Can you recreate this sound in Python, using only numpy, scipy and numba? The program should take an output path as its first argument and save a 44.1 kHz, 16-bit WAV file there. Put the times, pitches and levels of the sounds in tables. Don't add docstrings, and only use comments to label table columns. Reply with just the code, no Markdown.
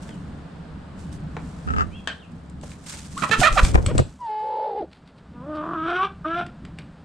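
import sys
import numpy as np
from scipy import signal
from scipy.fft import rfft, irfft, next_fast_len
from scipy.io import wavfile
from scipy.ndimage import uniform_filter1d
from numba import njit

SR = 44100
rng = np.random.default_rng(int(sys.argv[2]) if len(sys.argv) > 2 else 0)


def generate_wav(signal):
    frames = np.transpose(np.atleast_2d(signal))
    scaled = np.clip(frames, -1, 1) * 32767
    pcm = np.round(scaled).astype(np.int16)
    wavfile.write(sys.argv[1], SR, pcm)


N = 310464
TIME = np.arange(N) / SR

# (time [s], air push [dB], buffeting [dB], feather swish [dB], swish decay [s])
WING_STROKES = [(3.4, -19.5, -36, -20.5, 0.027), (3.528, -14.5, -32, -33.5, 0.082),
                (3.637, -4.5, -42, -29.5, 0.041), (3.755, -16, -8.5, -31.5, 0.002),
                (3.786, -11.5, -21, -64, .005), (3.873, -16, -28, -40, 0.013),
                (3.957, -26, -16.5, -46.5, 0.054), (3.997, -29, -9, -36, 0.0085)]


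def undb(db):
    return 10 ** (np.asarray(db) / 20)


def unit(x):
    return x / np.sqrt(np.mean(x ** 2) + 1e-18)


def even(x, size=900):
    power = uniform_filter1d(uniform_filter1d(x ** 2, size), size // 2)
    return x / np.sqrt(np.abs(power) + 1e-12)


def curves(rows, t):
    s, *columns = np.transpose(rows)
    return [np.interp(t, s, c) for c in columns]


def span(start, end):
    return TIME[int(start * SR):int(end * SR)]


def hold(t, start, end, attack, release):
    return np.clip(1 + np.minimum((t - start) / attack, (end - t) / release), 0, 1)


def flare(s, rise, decay):
    return np.exp(-np.minimum(np.maximum((s - TIME) / rise, (TIME - s) / decay), 20))


def add(out, s, x, pan_db=0):
    i = max(int(s * SR), 0)
    sides = undb(np.array([[pan_db], [-pan_db]]) / 2)
    x = (x * sides / sides.mean())[:, :N - i]
    out[:, i:i + x.shape[1]] += x


def walk(n, rate):
    k = max(int(SR / rate), 2)
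    steps = np.repeat(rng.standard_normal(n // k + 2), k)
    return 1.302 * uniform_filter1d(uniform_filter1d(steps, k), k)[:n]


def colour(x, points):
    n = x.shape[-1]
    size = next_fast_len(n + 2048)
    hz, db = np.transpose(points)
    bins_hz = np.arange(size // 2 + 1) * SR / size
    gain = undb(np.interp(np.log(bins_hz + 1), np.log(hz), db))
    return irfft(rfft(x, size) * gain, size)[..., :n]


def pair(n, likeness):
    c = np.clip(likeness, 0, 1)
    mid, side = rng.standard_normal((2, n))
    return mid + np.sqrt((1 - c) / (1 + c)) * side * np.array([[1], [-1]])


def band(x, lo_hz, hi_hz):
    edges_hz = [lo_hz, min(hi_hz, .45 * SR)]
    return signal.sosfilt(signal.butter(2, edges_hz, "band", fs=SR, output="sos"), x)


@njit
def svf(x, hz, width):
    y, b, l = np.empty(len(x)), 0., 0.
    for i in range(len(x)):
        g, k = np.tan(np.pi * hz[i] / SR), width / hz[i]
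        v = (b + g * (x[i] - l)) / (1 + g * (g + k))
        b, l, y[i] = 2 * v - b, l + 2 * g * v, k * v
    return y


def steep(x, hz, width_hz):
    return svf(svf(x, hz, float(width_hz)), hz, float(width_hz))


def resonate(x, hz, width_hz):
    return even(steep(x, hz, width_hz))


def roughness(rows, t, clear, turn_s):
    return np.maximum(clear, sum(r * hold(t, start, end, turn_s, turn_s) for start, end, r in rows))


def syrinx(hz, rough, jitter, shimmer, air):
    n = len(hz)
    phase = 2 * np.pi * np.cumsum(hz * (1 + jitter * rough * walk(n, 500))) / SR
    pulses = unit(sum(np.cos(k * phase) * (k * hz < SR / 3) for k in np.arange(1, 40)))
    hiss = rng.standard_normal(n) * (1 + np.cos(phase))
    return pulses * (1 + shimmer * rough * walk(n, 400)) + air * (rough + 0.25) * hiss


def coop(x):
    t60_s, treble_t60_s = 0.25, 0.2
    t = TIME[:SR // 2]
    noise = pair(len(t), 0.58) * np.clip((t - .004) / 0.0031, 0, 1)
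    body = band(noise, 220, 5200) * undb(-60 * t / t60_s)
    treble = band(noise, 3200, 9700) * undb(-60 * t / treble_t60_s)
    tail = body + 0.16 * treble
    return signal.fftconvolve(x.mean(0)[None], tail / np.sqrt(np.sum(tail ** 2)), axes=1)[:, :N]


def ports(common_db):
    return undb(common_db) + np.array([[1], [-1]])


def outdoors():
    # (frequency [Hz], relative level [dB])
    rumble_tone = [(20, -8.5), (45, -9), (72, 5), (110, -7), (165, 5), (220, -3.5), (290, -5.5), (400, -24),
                   (700, -69), (5000, -100)]
    wash_tone = [(200, -20.5), (400, 3), (700, 0), (1500, -4.5), (2200, -13.5), (3500, -16.5),
                 (4800, -20.5), (6000, -28.5), (8500, -26.5), (15000, -64.5)]
    early = np.clip(1 - (TIME - 1.7) / 0.42, 0, 1)
    dip = hold(TIME, 4.223, 4.6, attack=0.15, release=0.95)
    low, far = pair(N, .94), pair(N, .4)
    rumble_db = -42 + 4 * early - 13.5 * dip + 2.66 * walk(N, 10)
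    wash_db = -52 + 4.5 * early - 7.5 * dip + 0.31 * walk(N, 6.4)
    return unit(colour(low, rumble_tone)) * undb(rumble_db) + unit(colour(far, wash_tone)) * undb(wash_db)


def shuffles(rise_s=0.012, decay_s=0.017):
    # (time [s], level [dB])
    drags = [(4.262, -53.5), (4.932, -52.5), (4.972, -57), (5.078, -56), (5.185, -57), (5.56, -49.5),
             (6.797, -49)]
    # (frequency [Hz], relative level [dB])
    dirt_tone = [(400, -22), (1300, 2), (4500, 3.5), (6000, -15), (9000, -13.5), (15000, -45)]
    grit = unit(colour(pair(N, .5) * undb(4 * walk(N, 700)), dirt_tone))
    return grit * sum(undb(db) * flare(s, rise_s, decay_s) for s, db in drags)


def peeps(room_db=-5):
    # (time [s], length [s], start pitch [Hz], middle pitch [Hz], end pitch [Hz], level [dB])
    notes = [(0.08, 0.09, 3570, 3080, 2360, -56), (1.904, 0.11, 2200, 2810, 2380, -49),
             (1.919, 0.099, 2920, 3310, 3220, -47), (2.186, 0.084, 4100, 2840, 2290, -52),
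             (3.165, 0.027, 980, 1154, 1610, -26.5)]
    out = np.zeros((2, N))
    for s, length_s, start_hz, middle_hz, end_hz, db in notes:
        u = np.linspace(0, 1, int(length_s * SR))
        glide_hz = np.interp(u, [0, .5, 1], [start_hz, middle_hz, end_hz])
        hz = glide_hz * (1 + 0.014 * walk(len(u), 356))
        add(out, s, np.sin(2 * np.pi * np.cumsum(hz) / SR) * np.sin(np.pi * u) * undb(db))
    return out + undb(room_db) * coop(out)


def taps(decay_s=0.0032, thud_decay_s=0.0066, room_db=-8, pan_db=2):
    # (time [s], level [dB], hardness [dB])
    strikes = [(0.0907, -33, -4.5), (1.367, -29.5, -12.5), (2.4978, -51, 17), (2.6124, -46, 10),
               (2.6343, -38, -11), (2.678, -46, 11), (2.7177, -38, 3), (2.937, -34.5, -4.5),
               (3.177, -29, 10.5), (3.2935, -23, -2), (3.649, -16.5, 7), (3.755, -29, -14),
               (3.8625, -20, 11), (3.9797, -19.5, 13.5), (6.4644, -36, 0), (6.6507, -36.5, 0.5),
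               (6.7866, -32, 1)]
    thud_db, tick_db = -8, -11.5
    out, t = np.zeros((2, N)), TIME[:SR // 20]
    for s, db, hard_db in strikes:
        noise = pair(len(t), 0.8)
        thud = unit(band(noise, 350, 900)) * np.exp(-t / thud_decay_s) * undb(thud_db - hard_db)
        clack = unit(band(noise, 630, 2960 * 2 ** (hard_db / 20)))
        tick = unit(band(noise, 7300, 8400)) * undb(tick_db + hard_db)
        crack = (clack + tick) * np.exp(-t / decay_s)
        add(out, s, band(thud + crack, 200, 8800) * undb(db), pan_db)
    return out + undb(room_db) * coop(out)


def knock(room_db=-3, crack_db=-10, rattle_db=-17, rattle_decay_s=.02):
    # (time [s], level [dB])
    peck_s, peck_db = (2.0738, -14.5)
    # (frequency [Hz], relative level [dB], time to fall 60 dB [s])
    feeder = [(607, 4, 0.0039), (880, -15, 0.015), (1580, 2.5, 0.019), (1800, 1.5, 0.019),
              (2700, -12, 0.018), (3020, -3.5, 0.018), (3190, -1.5, 0.026), (3500, -8, 0.026),
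              (4500, -18, 0.022), (4700, -31, 0.034), (6470, -11, 0.016), (7960, -8, 0.014)]
    out, t = np.zeros((2, N)), TIME[:SR // 6]
    ring = sum(undb(db - 60 * t / t60) * np.sin(2 * np.pi * hz * t) * rng.choice([-1, 1])
               for hz, db, t60 in feeder)
    noise = pair(len(t), 0.086)
    crack = band(band(noise, 570, 8000), 430, 7900) * np.exp(-t / 0.00085)
    rattle = unit(band(noise, 810, 3800)) * np.exp(-t / rattle_decay_s)
    hit = ring / np.abs(ring).max() + undb(crack_db) * crack + undb(rattle_db) * rattle
    add(out, peck_s, band(hit, 150, 9000) * undb(peck_db), pan_db=4)
    return out + undb(room_db) * coop(out)


def scuff(room_db=-13, grit_db=-21, grit_s=0.011):
    # (time [s], level [dB], brightness [dB per octave about 1 kHz])
    slips = [(1.676, -20, -3), (1.687, -19, 3.5), (1.705, -14.5, 0), (1.737, -15.5, -1.5),
             (1.764, -14.5, -1), (1.7747, -16.5, -3), (1.784, -11, 4.5), (1.7963, -13, 3), (1.808, -9, 3),
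             (1.818, -13.5, 1)]
    # (frequency [Hz], relative level [dB], time to fall 60 dB [s], part common to both ports [dB])
    housing = [(224, -8.5, 0.056, -14), (418, -9.5, 0.049, -15), (910, -13, 0.022, -25),
               (1293, -3, 0.071, -16.5), (1540, -13, 0.029, -13), (1710, -27, 0.029, -7),
               (2710, -37, 0.042, 4), (4740, -37.5, 0.013, 2)]
    # (frequency [Hz], relative level [dB])
    scrape_tone = [(400, -31), (750, 0), (950, -28), (1300, -8), (1550, 0), (1800, -3), (2150, -13),
                   (2750, -9), (3700, -28), (8000, -17.5), (12000, -53)]
    shudder_tone = [(25, -25), (50, -8), (78, 7.5), (115, -11), (260, -11), (350, -21), (800, -32.5),
                    (5000, -100)]
    from_s, to_s, attack_s, decay_s, shudder_db = 1.684, 1.817, 0.035, 0.064, -26.5
    out, t = np.zeros((2, N)), TIME[:SR // 10]
    for s, db, bright_db in slips:
        ring = 0
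        for hz, mode_db, t60, common_db in housing:
            fading = undb(mode_db + bright_db * np.log2(hz / 1000) - 60 * t / t60)
            tone = np.sin(2 * np.pi * hz * rng.normal(1, 0.03) * t)
            ring = ring + fading * tone * ports(common_db)
        grit = band(unit(colour(pair(len(t), 0), scrape_tone)) * np.exp(-t / grit_s), 300, 7700)
        add(out, s, undb(db) * band(ring + undb(grit_db) * grit, 60, 7600))
    rise = np.clip(1 + (TIME - from_s) / attack_s, 0, 1)
    shaking = rise * np.exp(-np.maximum(TIME - to_s, 0) / decay_s)
    shudder = even(colour(pair(N, 0), shudder_tone), size=2400)
    add(out, 0, undb(shudder_db) * shaking * shudder, pan_db=-10.0)
    return out + undb(room_db) * coop(out)


def feathers(grain_db=3):
    # (time [s], level [dB], decay [s])
    brushes = [(0.021, -54, 0.15), (1.0, -54, 0.095), (1.13, -49.5, 0.035), (1.46, -57.5, 0.58),
               (2.64, -53, 0.1), (2.698, -53, 0.096), (2.866, -39.5, .015), (2.892, -36.5, 0.11),
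               (3.221, -39.5, 0.34), (3.324, -41, 0.0091), (3.893, -38.5, 0.0064)]
    # (frequency [Hz], relative level [dB])
    plumage_tone = [(500, -11.5), (1500, 0), (4000, 0.5), (8400, 3), (10000, -6.5), (15000, -28)]
    power = sum((undb(db) * flare(s, 0.2 * decay_s, decay_s)) ** 2 for s, db, decay_s in brushes)
    for s, _, _, swish_db, decay_s in WING_STROKES:
        power = power + (undb(swish_db) * flare(s, 0.0085, decay_s)) ** 2
    grains = pair(N, 0.44) * undb(grain_db * walk(N, 1500) + 2.2 * walk(N, 90))
    hiss = unit(colour(grains, plumage_tone)) + undb(-18.5) * unit(band(grains, 560, 1900))
    return hiss * np.sqrt(power) * undb(np.array([[-.5], [1.5]]))


def thumps(lo_hz=110, hi_hz=260):
    # (time [s], level [dB])
    footfalls = [(3.223, -29), (3.302, -27), (3.362, -32), (3.393, -21.5)]
    swell = sum(undb(db) * flare(s, rise=0.0046, decay=0.031) for s, db in footfalls)
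    return unit(band(pair(N, 0.96), lo_hz, hi_hz)) * swell


def slaps(rise_s=.0006, common_db=-10):
    # (time [s], level [dB], decay [s])
    strikes = [(3.745, -11, 0.0042), (3.7548, -1, 0.0032), (3.776, -19.5, 0.013), (3.957, -29, 0.0046),
               (3.98, -13.5, 0.0064), (3.991, -13, 0.0057)]
    # (frequency [Hz], relative level [dB])
    slap_tone = [(60, 0.5), (200, 5), (600, -2), (1200, -5), (1700, -11), (2400, -20), (3500, -32),
                 (15000, -59)]
    bursts = sum(undb(db) * flare(s, rise_s, decay_s) for s, db, decay_s in strikes)
    return unit(colour(rng.standard_normal(N), slap_tone)) * bursts * ports(common_db)


def jolts(common_db=-3):
    # (time [s], level [dB])
    knocks = [(3.757, -21), (3.788, -23), (3.987, -23), (3.999, -13)]
    # (frequency [Hz], relative level [dB], time to fall 60 dB [s])
    mount = [(190, 0, .04), (349, -4, 0.05), (500, -2, 0.044)]
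    out, t = np.zeros((2, N)), TIME[:SR // 10]
    for s, db in knocks:
        ring = sum(undb(d - 60 * t / t60) * np.sin(2 * np.pi * hz * rng.normal(1, .05) * t)
                   for hz, d, t60 in mount)
        add(out, s, undb(db) * ring * ports(common_db)[::rng.choice([-1, 1])])
    return out


def wing_wind():
    # (frequency [Hz], relative level [dB])
    buffet_tone = [(15, -13), (40, 9), (150, 0.5), (300, -10.5), (600, -17.5), (1200, -35), (3000, -48),
                   (8000, -78)]
    first_width_s, halves_every_s = 0.0069, 0.36
    buffet_s, eddy_lag_s, eddy_db = 0.0054, 0.022, -11.5
    push = np.zeros(N)
    buffet = undb(-23.5) * hold(TIME, 3.637, 3.97, attack=0.37, release=0.19) ** 2
    for s, push_db, buffet_db, _, _ in WING_STROKES:
        width_s = first_width_s / 2 ** ((s - WING_STROKES[0][0]) / halves_every_s)
        u = np.clip((TIME - s) / width_s, -10, 10)
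        push += undb(push_db) * u * np.exp((1 - u ** 2) / 2)
        for at, db in (s, buffet_db), (s + eddy_lag_s, buffet_db + eddy_db):
            buffet += undb(db) * np.exp(-np.minimum(((TIME - at) / buffet_s) ** 2 / 2, 20))
    return push + buffet * even(colour(pair(N, 0.44), buffet_tone), size=1600)


def rooster(room_db=-11, wall_decay_s=0.016):
    # (time [s], throat level [dB], throat resonance [Hz])
    calls = [
        [(5.33, -67, 1020), (5.368, -47.5, 980), (5.49, -47.5, 1120), (5.532, -38, 1190), (5.632, -33.5, 1100),
         (5.882, -27, 1300), (5.95, -27, 1380), (6.038, -20, 1091), (6.085, -33, 1230)],
        [(6.24, -54, 1240), (6.246, -26, 1230), (6.256, -24.5, 1226), (6.276, -34, 1260), (6.314, -27.5, 1410),
         (6.408, -29.5, 1380), (6.45, -39, 1340)],
    ]
    # (time [s], pitch [Hz])
    pitches = [
        [(5.35, 241.3), (5.406, 243.6), (5.5, 306.6), (5.642, 302.7), (5.682, 335.8), (5.732, 338.7),
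         (5.768, 317), (5.826, 319.3), (6.07, 397.8)],
        [(6.25, 300.5), (6.276, 319.4), (6.41, 358.8), (6.44, 354)],
    ]
    # (start [s], end [s], roughness [0-1])
    hoarse = [(5.43, 5.58, .2), (5.63, 5.74, .9), (5.86, 5.92, .4), (5.94, 6.01, .13), (6.035, 6.08, .27),
              (6.24, 6.255, .2), (6.4, 6.42, .33)]
    # (time [s], pitch level [dB], octave level [dB])
    chest_levels = [(5.33, -55, -54), (5.43, -44, -45.5), (5.49, -35.5, -35.5), (5.59, -33.5, -36),
                    (5.65, -36, -38.5), (5.82, -33.5, -42), (5.93, -28.5, -28), (5.965, -27.5, -38),
                    (6.003, -38, -31), (6.04, -29, -31), (6.085, -46, -40.5), (6.24, -48, -46),
                    (6.265, -30, -30.5), (6.315, -35.5, -33.5), (6.345, -39, -47), (6.37, -34, -27.5),
                    (6.408, -32, -28), (6.45, -53, -41)]
    # (time [s], level [dB])
    rasp_levels = [(5.47, -69), (5.57, -52.5), (5.69, -56.5), (5.82, -49.5), (5.93, -39), (5.97, -41),
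                   (6.04, -35.5), (6.085, -48), (6.24, -51.5), (6.3, -46), (6.35, -42), (6.408, -39.5),
                   (6.45, -50)]
    # (frequency [Hz], relative level [dB])
    rasp_tone = [(1600, -28), (2100, 8), (2700, 7.5), (3150, 8.5), (3700, 3.5), (4600, -13), (5800, -12.5),
                 (6800, -31), (8000, -19.5), (11000, -48)]
    throat_tone = [(300, -19.5), (1000, -0.5), (1700, 1.5), (2100, -8.5)]  # (frequency [Hz], level [dB])
    out = np.zeros((2, N))
    early = TIME[:SR // 25]
    wall = rng.standard_normal(len(early)) * np.exp(-early / wall_decay_s)
    for rows, pitch in zip(calls, pitches):
        t = span(rows[0][0], rows[-1][0])
        n = len(t)
        db, throat_hz = curves(rows, t)
        hz, = curves(pitch, t)
        rough = roughness(hoarse, t, clear=.065, turn_s=.022)
        source = syrinx(hz, rough, jitter=.16, shimmer=1.2, air=.22)
        throat = undb(db) * resonate(colour(source, throat_tone), throat_hz, width_hz=315)
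        root_db, octave_db = curves(chest_levels, t)
        root = undb(root_db) * resonate(source, hz, width_hz=143)
        octave = undb(octave_db) * resonate(source, 2 * hz, width_hz=180)
        reflected = unit(signal.fftconvolve(source, wall)[:n])
        air = undb(-4) * unit(rng.standard_normal(n) * uniform_filter1d(np.abs(source), size=40))
        rasp_db, = curves(rasp_levels, t)
        rasp = even(colour(unit(source) + reflected + air, rasp_tone))
        rasp = rasp * undb(rasp_db + 2 * walk(n, 100.4))
        fade = np.clip((t - t[0]) / 0.014, 0, 1) * np.clip((t[-1] - t) / 0.018, 0, 1)
        add(out, t[0], (throat + root + octave + rasp) * fade)
    return out + undb(room_db) * coop(out)


def whine(second_hz=505, flutter_hz=58, room_db=-20, second_follows=0.695):
    # (time [s], pitch before the last droop [Hz], level [dB])
    note = [(4.191, 1008, -54), (4.217, 986, -33), (4.294, 855.5, -28), (4.661, 870.5, -26.5),
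            (4.75, 788, -30.5), (4.785, 858.5, -26), (4.818, 747, -28.5), (4.828, 672, -28),
            (4.861, 640, -43)]
    # (multiple of the pitch, level before the flutter weakens it [dB])
    overtone_levels = [(2, -25), (2.5, -26), (3, -31), (3.5, -30), (4, -41), (4.5, -37), (5, -37),
                       (5.5, -37), (6, -41)]
    # (frequency [Hz], relative level [dB])
    breath_tone = [(100, -15.0), (700, 14.0), (1300, 5), (2400, -8.5),
                   (3600, -4), (4800, -9.5), (7000, -46), (13000, -56.0)]
    half_from_s, split_from_s, step_s = 4.295, 4.433, 0.014
    t = span(note[0][0], note[-1][0])
    n = len(t)
    hz, db = curves(note, t)
    hz = hz / 2 ** (22.7 * np.maximum(t - 4.83, 0))
    halving = hold(t, half_from_s, t[-1], step_s, step_s)
    lock = hold(t, 4.785, 4.8, step_s, step_s)
    split = hold(t, split_from_s, t[-1], step_s, step_s) * (1 - 0.98 * lock)
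    split_s = np.maximum(t - split_from_s, 0)
    half_gain = halving * undb(-15 + 12.5 * lock)
    second_gain = split * undb(-12 + 33.5 * split_s)
    flutter = 0.063 + split * (0.16 + 1.0 * split_s)
    beat = 2 * np.pi * np.cumsum(flutter_hz * (1 + 0.16 * walk(n, 49.6))) / SR
    phase = 2 * np.pi * np.cumsum(hz * (1 + .004 * walk(n, 250))) / SR
    phase = phase + 1.1 * flutter * walk(n, 230)
    main = np.sin(phase) * (1 + 0.98 * flutter * np.sin(beat))
    half = half_gain * np.sin(phase / 2)
    other_hz = second_hz * (hz / np.median(hz)) ** second_follows * (1 + 0.109 * walk(n, 220))
    second = second_gain * np.sin(2 * np.pi * np.cumsum(other_hz) / SR) * (1 + .5 * np.cos(beat))
    overtones = 0
    for k, d in overtone_levels:
        present = halving if 2 * k % 2 else 1
        overtones = overtones + undb(d) * present * np.sin(k * phase + (.3 + 2 * flutter) * walk(n, 200))
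    overtones = overtones * undb(-14 * np.sqrt(flutter))
    breath = unit(colour(rng.standard_normal(n), breath_tone))
    air = undb(-25.0 + 7.9 * flutter) * (1 + .15 * np.cos(beat)) * breath
    voice = even(main + half + second + overtones + air, size=2000)
    out = np.zeros((2, N))
    add(out, t[0], voice * undb(db) * hold(t, t[0], t[-1] - step_s, step_s, step_s))
    return out + undb(room_db) * coop(out)


def squawks(beak_width_hz=560, edge_s=0.0017):
    # (time [s], pitch [Hz], level [dB], beak resonance [Hz])
    cries = [
        [(3.22, 853, -33, 1650), (3.225, 692, -21, 1380), (3.231, 590, -27, 1180), (3.24, 623, -16.5, 1020),
         (3.249, 556, -27, 1130)],
        [(3.31, 417, -27, 1900), (3.315, 440, -17, 1780), (3.326, 444, -16.5, 1780), (3.334, 478, -14.5, 1393),
         (3.347, 421, -20, 1390), (3.358, 412, -28, 1320)],
        [(3.414, 732, -18, 730), (3.429, 725.4, -15, 764), (3.435, 587, -13.5, 1790), (3.452, 604, -12, 1810),
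         (3.459, 718, -13.5, 1430), (3.468, 600, -15, 1390), (3.473, 703, -11, 1340), (3.486, 590, -16, 1120),
         (3.495, 546, -26, 1080)],
        [(3.557, 863, -35.5, 860), (3.572, 700, -16.5, 700), (3.578, 604.3, -12.5, 1200),
         (3.59, 544, -14, 1430), (3.604, 620, -14.5, 1300)],
        [(3.882, 558, -40, 518), (3.889, 526, -26.5, 520), (3.903, 630, -32.5, 850), (3.916, 467, -26, 458),
         (3.926, 490, -43, 470)],
    ]
    # (frequency [Hz], width of one pass [Hz], relative level [dB])
    throat_tones = [(620, 360, -2.5), (1244, 500, -0.5), (1740, 390, -2.5), (2344, 470, 0.5),
                    (3063, 420, -5.5), (3730, 470, -8), (6550, 2200, -18.5)]
    # (start [s], end [s], roughness [0-1])
    tears = [(3.229, 3.245, .4), (3.329, 3.358, .6), (3.456, 3.466, .65), (3.587, 3.604, .75)]
    pan_db, pan_db_per_s, room_db, room_db_per_s = -12, 21, -6.5, -21
    out, echo = np.zeros((2, 2, N))
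    for rows in cries:
        t = span(rows[0][0], rows[-1][0])
        hz, db, beak_hz = curves(rows, t)
        rough = roughness(tears, t, clear=.1, turn_s=.003)
        source = syrinx(hz, rough, jitter=.14, shimmer=.8, air=.5)
        throat = sum(undb(d) * steep(source, np.full(len(t), float(f)), width) for f, width, d in throat_tones)
        harsh = undb(12.5 * np.log2(beak_hz / 1500))
        cry = even(resonate(source, beak_hz, beak_width_hz) + harsh * even(throat), size=300)
        cry = cry * undb(db) * hold(t, t[0] + edge_s, t[-1] - edge_s, edge_s, edge_s)
        running_s = t[0] - cries[0][0][0]
        add(out, t[0], cry, pan_db + pan_db_per_s * running_s)
        add(echo, t[0], cry * undb(room_db + room_db_per_s * running_s))
    return out + coop(echo)


def scene():
    background = outdoors() + shuffles() + peeps() + taps() + knock() + scuff() + feathers()
    running_and_flapping = thumps() + slaps() + jolts() + wing_wind()
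    return background + running_and_flapping + rooster() + whine() + squawks()


def record(dry):
    # (time [s], width [0-1])
    width_curve = [(4.05, 1), (4.2, 0)]
    width, = curves(width_curve, TIME)
    mid = dry.mean(0)
    sound = np.clip(mid + width * (dry - mid), -1, 1)
    return signal.sosfilt(signal.ellip(8, .2, 80, 15700, fs=SR, output="sos"), sound)


dry = scene()
out = record(dry)
generate_wav(out)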